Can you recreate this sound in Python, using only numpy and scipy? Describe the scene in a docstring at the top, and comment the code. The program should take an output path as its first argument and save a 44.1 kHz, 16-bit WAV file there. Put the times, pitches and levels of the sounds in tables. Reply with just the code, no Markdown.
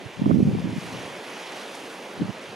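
"""Small waves wash over a pebble shore some way below the microphones: a wide, nearly smooth hiss that swells
and brightens, made of shaped random spectra, with faint pebble ticks (tiny grains) and a short bright rattle.
Wind strikes the two microphone ports close by: buffets are short bursts of a few low cycles, eddies are low
noise in lumps that follow two gusts, and snaps are sharp cycles of opposite sign at the two ports."""
import sys
import numpy as np
from scipy import signal
from scipy.fft import rfft, irfft
from scipy.io import wavfile
from scipy.ndimage import uniform_filter1d

SR = 44100
rng = np.random.default_rng(int(sys.argv[2]) if len(sys.argv) > 2 else 0)


def generate_wav(signal):
    """Clip the signal to [-1, 1] and save it as 16-bit WAV at the path in sys.argv[1]."""
    frames = np.transpose(np.atleast_2d(signal))
    scaled = np.clip(frames, -1, 1) * 32767
    pcm = np.round(scaled).astype(np.int16)
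    wavfile.write(sys.argv[1], SR, pcm)


N = 112454  # length in samples, about 2.55 s


def gain_of(db):
    """Amplitude ratio of a level in dB."""
    return 10 ** (np.asarray(db) / 20)


def evened(x):
    """Scales a signal to an RMS of one, over all its ports together."""
    return x / np.sqrt(np.mean(x ** 2) + 1e-20)


def read(points, hz):
    """Reads a curve of (Hz, value) points along a logarithmic pitch axis."""
    point_hz, value = np.transpose(points)
    return np.interp(np.log(hz + 1), np.log(point_hz + 1), value)


def follow(rows, t):
    """Every column of a curve at the times t."""
    columns = np.transpose(rows)
    return [np.interp(t, columns[0], column) for column in columns[1:]]


def add(mix, s, sound):
    """Adds a sound of one or two ports centred on s seconds."""
    first = round(s * SR) - sound.shape[1] // 2
    mix[:, first:first + sound.shape[1]] += sound


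def wavelet(hz, spread_s, phase, stretch=1):
    """A tone under a bell-shaped envelope whose tail may be longer than its rise, as a complex turn."""
    t = np.arange(-1500, 1500) / SR
    side_stretch = np.where(t > 0, stretch, 1)
    return np.exp(-.5 * (t / spread_s / side_stretch) ** 2 + 1j * (2 * np.pi * hz * t + phase))


# The waves coming and going below the microphones.
# Each row: time in seconds, body level in dB before WASH_LIFT_DB, treble and low wash against the body in dB.
WAVE_SWELL = [(0, -48.5, -4.5, 6.5), (.25, -44.5, -12, -1.5), (.4, -52, 0.5, 7.5), (.7, -45, -9.5, 0.5),
              (.8, -45, -1, 1), (.93, -43, -3.5, 3.5), (1.18, -45, -3, 6.5), (1.45, -39, -8.5, -4),
              (1.75, -45, -1, 4.5), (2.1, -47, -2, 6), (2.25, -43.5, -10, 0), (2.55, -45.5, -6, 4.5)]
# Colour of the wash on the pebbles. Each row: frequency in Hz, relative density in dB per Hz.
WASH_COLOUR = [(70, -27), (200, -3), (450, 0.5), (900, -4), (1300, -8), (2400, -8), (3300, -12),
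               (4000, -18), (6400, -24), (8000, -32.5), (10000, -31), (11300, -37.5), (13000, -43),
               (15500, -51.5)]
# How alike the wash is at the two ports. Each row: frequency in Hz, likeness from 0 to 1.
PORT_LIKENESS = [(180, 0.98), (550, 1), (1650, 0.73), (4970, 0.94), (15000, 0.85)]
# Phase turn of the right port. Each row: frequency in Hz, phase in radians.
PORT_LEAD = [(200, -0.064), (1800, 0.33), (7000, 0.33)]
# Lean of the wash to one port. Each row: frequency in Hz, left minus right in dB.
PORT_LEAN = [(100, 1), (1100, -3), (3000, -1)]
WASH_LIFT_DB, TREBLE_REST_DB = 6.5, -14.5  # lift of wash and ticks; treble column that leaves the colour as is
LOW_HZ, HIGH_HZ = 1110, 4470  # corners of the low wash and of the treble
PATCHY_DB, FLICKER_DB = 0.93, 0.67  # RMS of the drifting patches, and of the flicker above the low wash


def wash():
    """Random short-time spectra with drifting patches; treble and low wash follow the swell by their own amounts."""
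    frames = N // 256 + 5
    hz = np.fft.rfftfreq(1024, 1 / SR)[:, None]
    a, b, c, d, patches = rng.standard_normal((frames, 513, 5)).T
    patches = uniform_filter1d(patches, size=14, axis=0)  # smooth over frequency
    patches = evened(uniform_filter1d(patches, size=10, axis=1))  # and over time
    flicker = evened(uniform_filter1d(rng.standard_normal(frames), size=2))
    _, treble, low = follow(WAVE_SWELL, np.arange(frames) * 256 / SR)
    high_share = 1 / (1 + (HIGH_HZ / (hz + 1)) ** 2)
    low_share = 1 / (1 + (hz / LOW_HZ) ** 2)

    same = np.clip(read(PORT_LIKENESS, hz), -1, 1)
    left = a + 1j * b
    right = same * left + np.sqrt(1 - same ** 2) * (c + 1j * d)
    right = right * np.exp(1j * read(PORT_LEAD, hz))
    lean = gain_of(read(PORT_LEAN, hz) / 2)
    spectra = np.array([left * lean, right / lean])

    level_db = read(WASH_COLOUR, hz) + PATCHY_DB * patches
    level_db = level_db + (1 - low_share) * FLICKER_DB * flicker
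    level_db = level_db + high_share * (treble - TREBLE_REST_DB) + low_share * low
    _, hiss = signal.istft(spectra * gain_of(level_db), nperseg=1024, noverlap=768)
    return evened(hiss[:, :N])


TICKS_PER_S, TICKS_DB = 590, -20  # over all pitches; level against the wash
TICK_SPREAD_DB = 4.5  # how far the large grains stand out
TICK_LOW_HZ, TICK_HIGH_HZ, TICK_CYCLES = 2270, 14400, 3.3
TICK_TILT_DB = 9.5  # per octave, over the colour of the wash


def ticks():
    """Pebbles click and foam bursts: tiny grains of many pitches, a few of them large."""
    out = np.zeros((2, N))
    for hz in np.geomspace(TICK_LOW_HZ, TICK_HIGH_HZ, 16):
        draw, big, side = rng.random((N, 3)).T
        struck = draw < TICKS_PER_S / 16 / SR
        size_db = -TICK_SPREAD_DB * np.log(big + 0.0061)  # rarely far above the rest
        colour_db = read(WASH_COLOUR, hz) + TICK_TILT_DB * np.log2(hz)
        train = struck * gain_of(size_db + colour_db)
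        ports = np.array([.5 + side / 2, 1 - side / 2])
        grain = wavelet(hz, TICK_CYCLES / hz / 2, 0).real[1200:1800]
        out += signal.oaconvolve(train * ports, grain[None], "same")
    return gain_of(TICKS_DB) * evened(out)


# A short bright rattle of pebbles. Each row: centre in seconds, level in dB.
PEBBLE_RATTLES = [(1.754, -44)]
RATTLE_S, RATTLE_HZ, RATTLE_WIDTH_HZ = 0.0027, 8700, 8000  # bell spread, band centre, band width


def rattles():
    """A few milliseconds of bright noise, the same at both ports."""
    out = np.zeros((2, N))
    edges_hz = [RATTLE_HZ - RATTLE_WIDTH_HZ / 2, RATTLE_HZ + RATTLE_WIDTH_HZ / 2]
    band = signal.butter(2, edges_hz, "band", fs=SR)
    for s, db in PEBBLE_RATTLES:
        noise = uniform_filter1d(rng.standard_normal(3000), size=3)
        hiss = evened(signal.lfilter(*band, noise))
        envelope = abs(wavelet(0, RATTLE_S, 0))
        add(out, s, gain_of(db) * envelope * np.array([hiss, hiss]))
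    return out


# Single thumps of air at the microphone, one list for the left port and one for the right.
# Each row: centre in seconds, level in dB, pitch in Hz.
PORT_BUFFETS = [
    [(.196, -17.5, 183), (.221, -12, 207), (.242, -18, 186), (.261, -12.5, 222), (.276, -14, 206),
     (.333, -11, 186), (.362, -23, 188), (.389, -11, 175), (.408, -13, 230), (.43, -11, 178),
     (.454, -11.5, 184), (.474, -8.5, 175), (.494, -14, 180), (.514, -17, 153), (.534, -14, 149),
     (.549, -17.5, 172), (.572, -14.5, 161), (.59, -21, 238), (.602, -23, 160), (.625, -22.5, 164),
     (.65, -23, 157), (.696, -21, 270), (.781, -15, 160), (.826, -28.5, 199), (.948, -26, 156),
     (2.199, -21.5, 213), (2.21, -14, 233), (2.22, -15, 267), (2.233, -20, 200), (2.249, -23, 170)],
    [(.22, -9, 228), (.265, -5, 267), (.298, -6, 195), (.308, -12.5, 520), (.314, -6, 283),
     (.326, -8.5, 210), (.344, -9.5, 215), (.359, -6, 205), (.372, -7, 230), (.387, -7.5, 234),
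     (.403, -8, 308), (.428, -3, 202), (.438, -20, 180), (.474, -9.5, 198), (.484, -10, 213),
     (.551, -14, 332), (.558, -20, 209), (.645, -14.5, 185), (.657, -15.5, 263), (.673, -15.5, 270),
     (.727, -25, 204), (.764, -18.5, 220), (2.2195, -12.5, 256), (2.2265, -14, 184), (2.255, -23, 200),
     (2.292, -16, 192)],
]
BUFFET_CYCLES, BUFFET_OVERTONE = 0.58, 0.13  # bell spread; share of the octave that points the crests
CREST_SLIP, CREST_LAG, TAIL_STRETCH = 0.65, 1.34, 1.08  # random radians, fixed radians, ratio of tail to rise
LEAK_DB = -14.5  # from each port to the other


def buffets():
    """A few cycles of pressure with pointed crests at one port; a little leaks to the other."""
    out = np.zeros((2, N))
    for port, rows in enumerate(PORT_BUFFETS):
        chances = rng.standard_normal(len(rows))
        for (s, db, hz), chance in zip(rows, chances):
            phase = CREST_SLIP * chance - CREST_LAG
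            turns = wavelet(hz, BUFFET_CYCLES / hz, phase, TAIL_STRETCH)
            pressure = (turns + BUFFET_OVERTONE * turns ** 2).real
            add(out[port:port + 1], s, gain_of(db) * pressure[None])
    return out + gain_of(LEAK_DB) * out[::-1]


# Gusts over the microphone, one list each, carrying the smaller random eddies.
# Each row: time in seconds, left level and right level in dB before EDDY_DB.
GUST_LEVELS = [
    [(0, -42, -58), (.05, -51, -34), (.13, -53, -63), (.2, -31, -43), (.28, -27.5, -20),
     (.45, -26.5, -18.5), (.6, -30.5, -36.5), (.78, -35.5, -28), (.8, -47, -45), (.87, -48, -41),
     (.95, -36, -42), (1.06, -39.5, -44), (1.2, -60, -76)],
    [(2.15, -59, -50), (2.21, -30, -29), (2.3, -41, -27.5), (2.33, -57, -65), (2.49, -67, -51),
     (2.55, -56, -57)],
]
# Colour of the eddies. Each row: frequency in Hz, relative density in dB per Hz.
EDDY_COLOUR = [(30, -21), (100, 6.5), (190, -1.5), (300, -7.5), (480, -16), (800, -30.5), (2000, -65)]
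EDDY_DB, LUMPY_DB, LUMP_S = 2.5, 4, 0.018  # lift of all gusts; RMS and decay time of the lumps
EDDY_SAME = 0.46  # likeness of the two ports, from 0 to 1


def eddies():
    """Low noise in quick lumps, partly shared by the ports, under the gusts."""
    a, b = rng.standard_normal((N, 2)).T
    ports = np.array([a, EDDY_SAME * a + np.sqrt(1 - EDDY_SAME ** 2) * b])
    colour = gain_of(read(EDDY_COLOUR, np.fft.rfftfreq(N, 1 / SR)))
    air = evened(irfft(rfft(ports) * colour, N))

    decay = np.exp(-1 / (LUMP_S * SR))
    drift = signal.lfilter([1], [1, -decay], rng.standard_normal((N, 2)).T)
    drift = evened(uniform_filter1d(drift, size=200))
    lumps = evened(gain_of(LUMPY_DB * drift))

    t = np.arange(N) / SR
    gusts = np.zeros((2, N))
    for rows in GUST_LEVELS:
        level_db = EDDY_DB + np.array(follow(rows, t))
        during = (t >= rows[0][0]) * (t <= rows[-1][0])
        gusts += during * gain_of(level_db)
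    return gusts * lumps * air


# Sharp snaps of air that push the two ports in opposite ways.
# Each row: centre in seconds, left level and right level in dB, pitch in Hz.
AIR_SNAPS = [(.259, -23, -16.5, 970), (.296, -23, -17.5, 690), (.314, -19.5, -15, 1210),
             (.553, -24, -30, 720), (.587, -22, -30, 840)]
SNAP_CYCLES = 0.7  # bell spread


def snaps():
    """One sharp cycle of pressure, of opposite sign at the two ports."""
    out = np.zeros((2, N))
    for s, left_db, right_db, hz in AIR_SNAPS:
        cycle = wavelet(hz, SNAP_CYCLES / hz, 0).real
        add(out, s, gain_of([[left_db], [right_db]]) * [[-1], [1]] * cycle)
    return out


def scene():
    """The shore rises and falls with the swell; the wind at the ports is added to it."""
    body_db = follow(WAVE_SWELL, np.arange(N) / SR)[0]
    shore = gain_of(body_db + WASH_LIFT_DB) * (wash() + ticks())
    return shore + rattles() + buffets() + eddies() + snaps()


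WIND_CUT_HZ, EDGE_HZ = 112.6, 15560  # lower and upper limit of the microphone chain
KNEE_DB, SQUEEZE, RECOVER_DB_PER_S = -17.5, 0.31, 50  # SQUEEZE: dB taken off per dB above the knee


def record(dry):
    """A low cut against wind, gain control that ducks a little when loud, then the band limit."""
    low_cut = signal.butter(3, WIND_CUT_HZ, "high", fs=SR, output="sos")
    cut = signal.sosfilt(low_cut, dry)
    power = abs(uniform_filter1d((cut ** 2).mean(0), size=1500))
    power_db = 10 * np.log10(power + 1e-12)
    fall_db = np.arange(N) * RECOVER_DB_PER_S / SR
    held_db = np.maximum.accumulate(power_db + fall_db) - fall_db  # peaks sink at a steady rate
    over_db = np.maximum(held_db - KNEE_DB, 0)
    ducked = cut / gain_of(SQUEEZE * uniform_filter1d(over_db, size=400))
    band_limit = signal.firwin(1023, EDGE_HZ, window=("kaiser", 9), fs=SR)
    return signal.oaconvolve(ducked, band_limit[None], "same")


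dry = scene()
out = record(dry)
generate_wav(out)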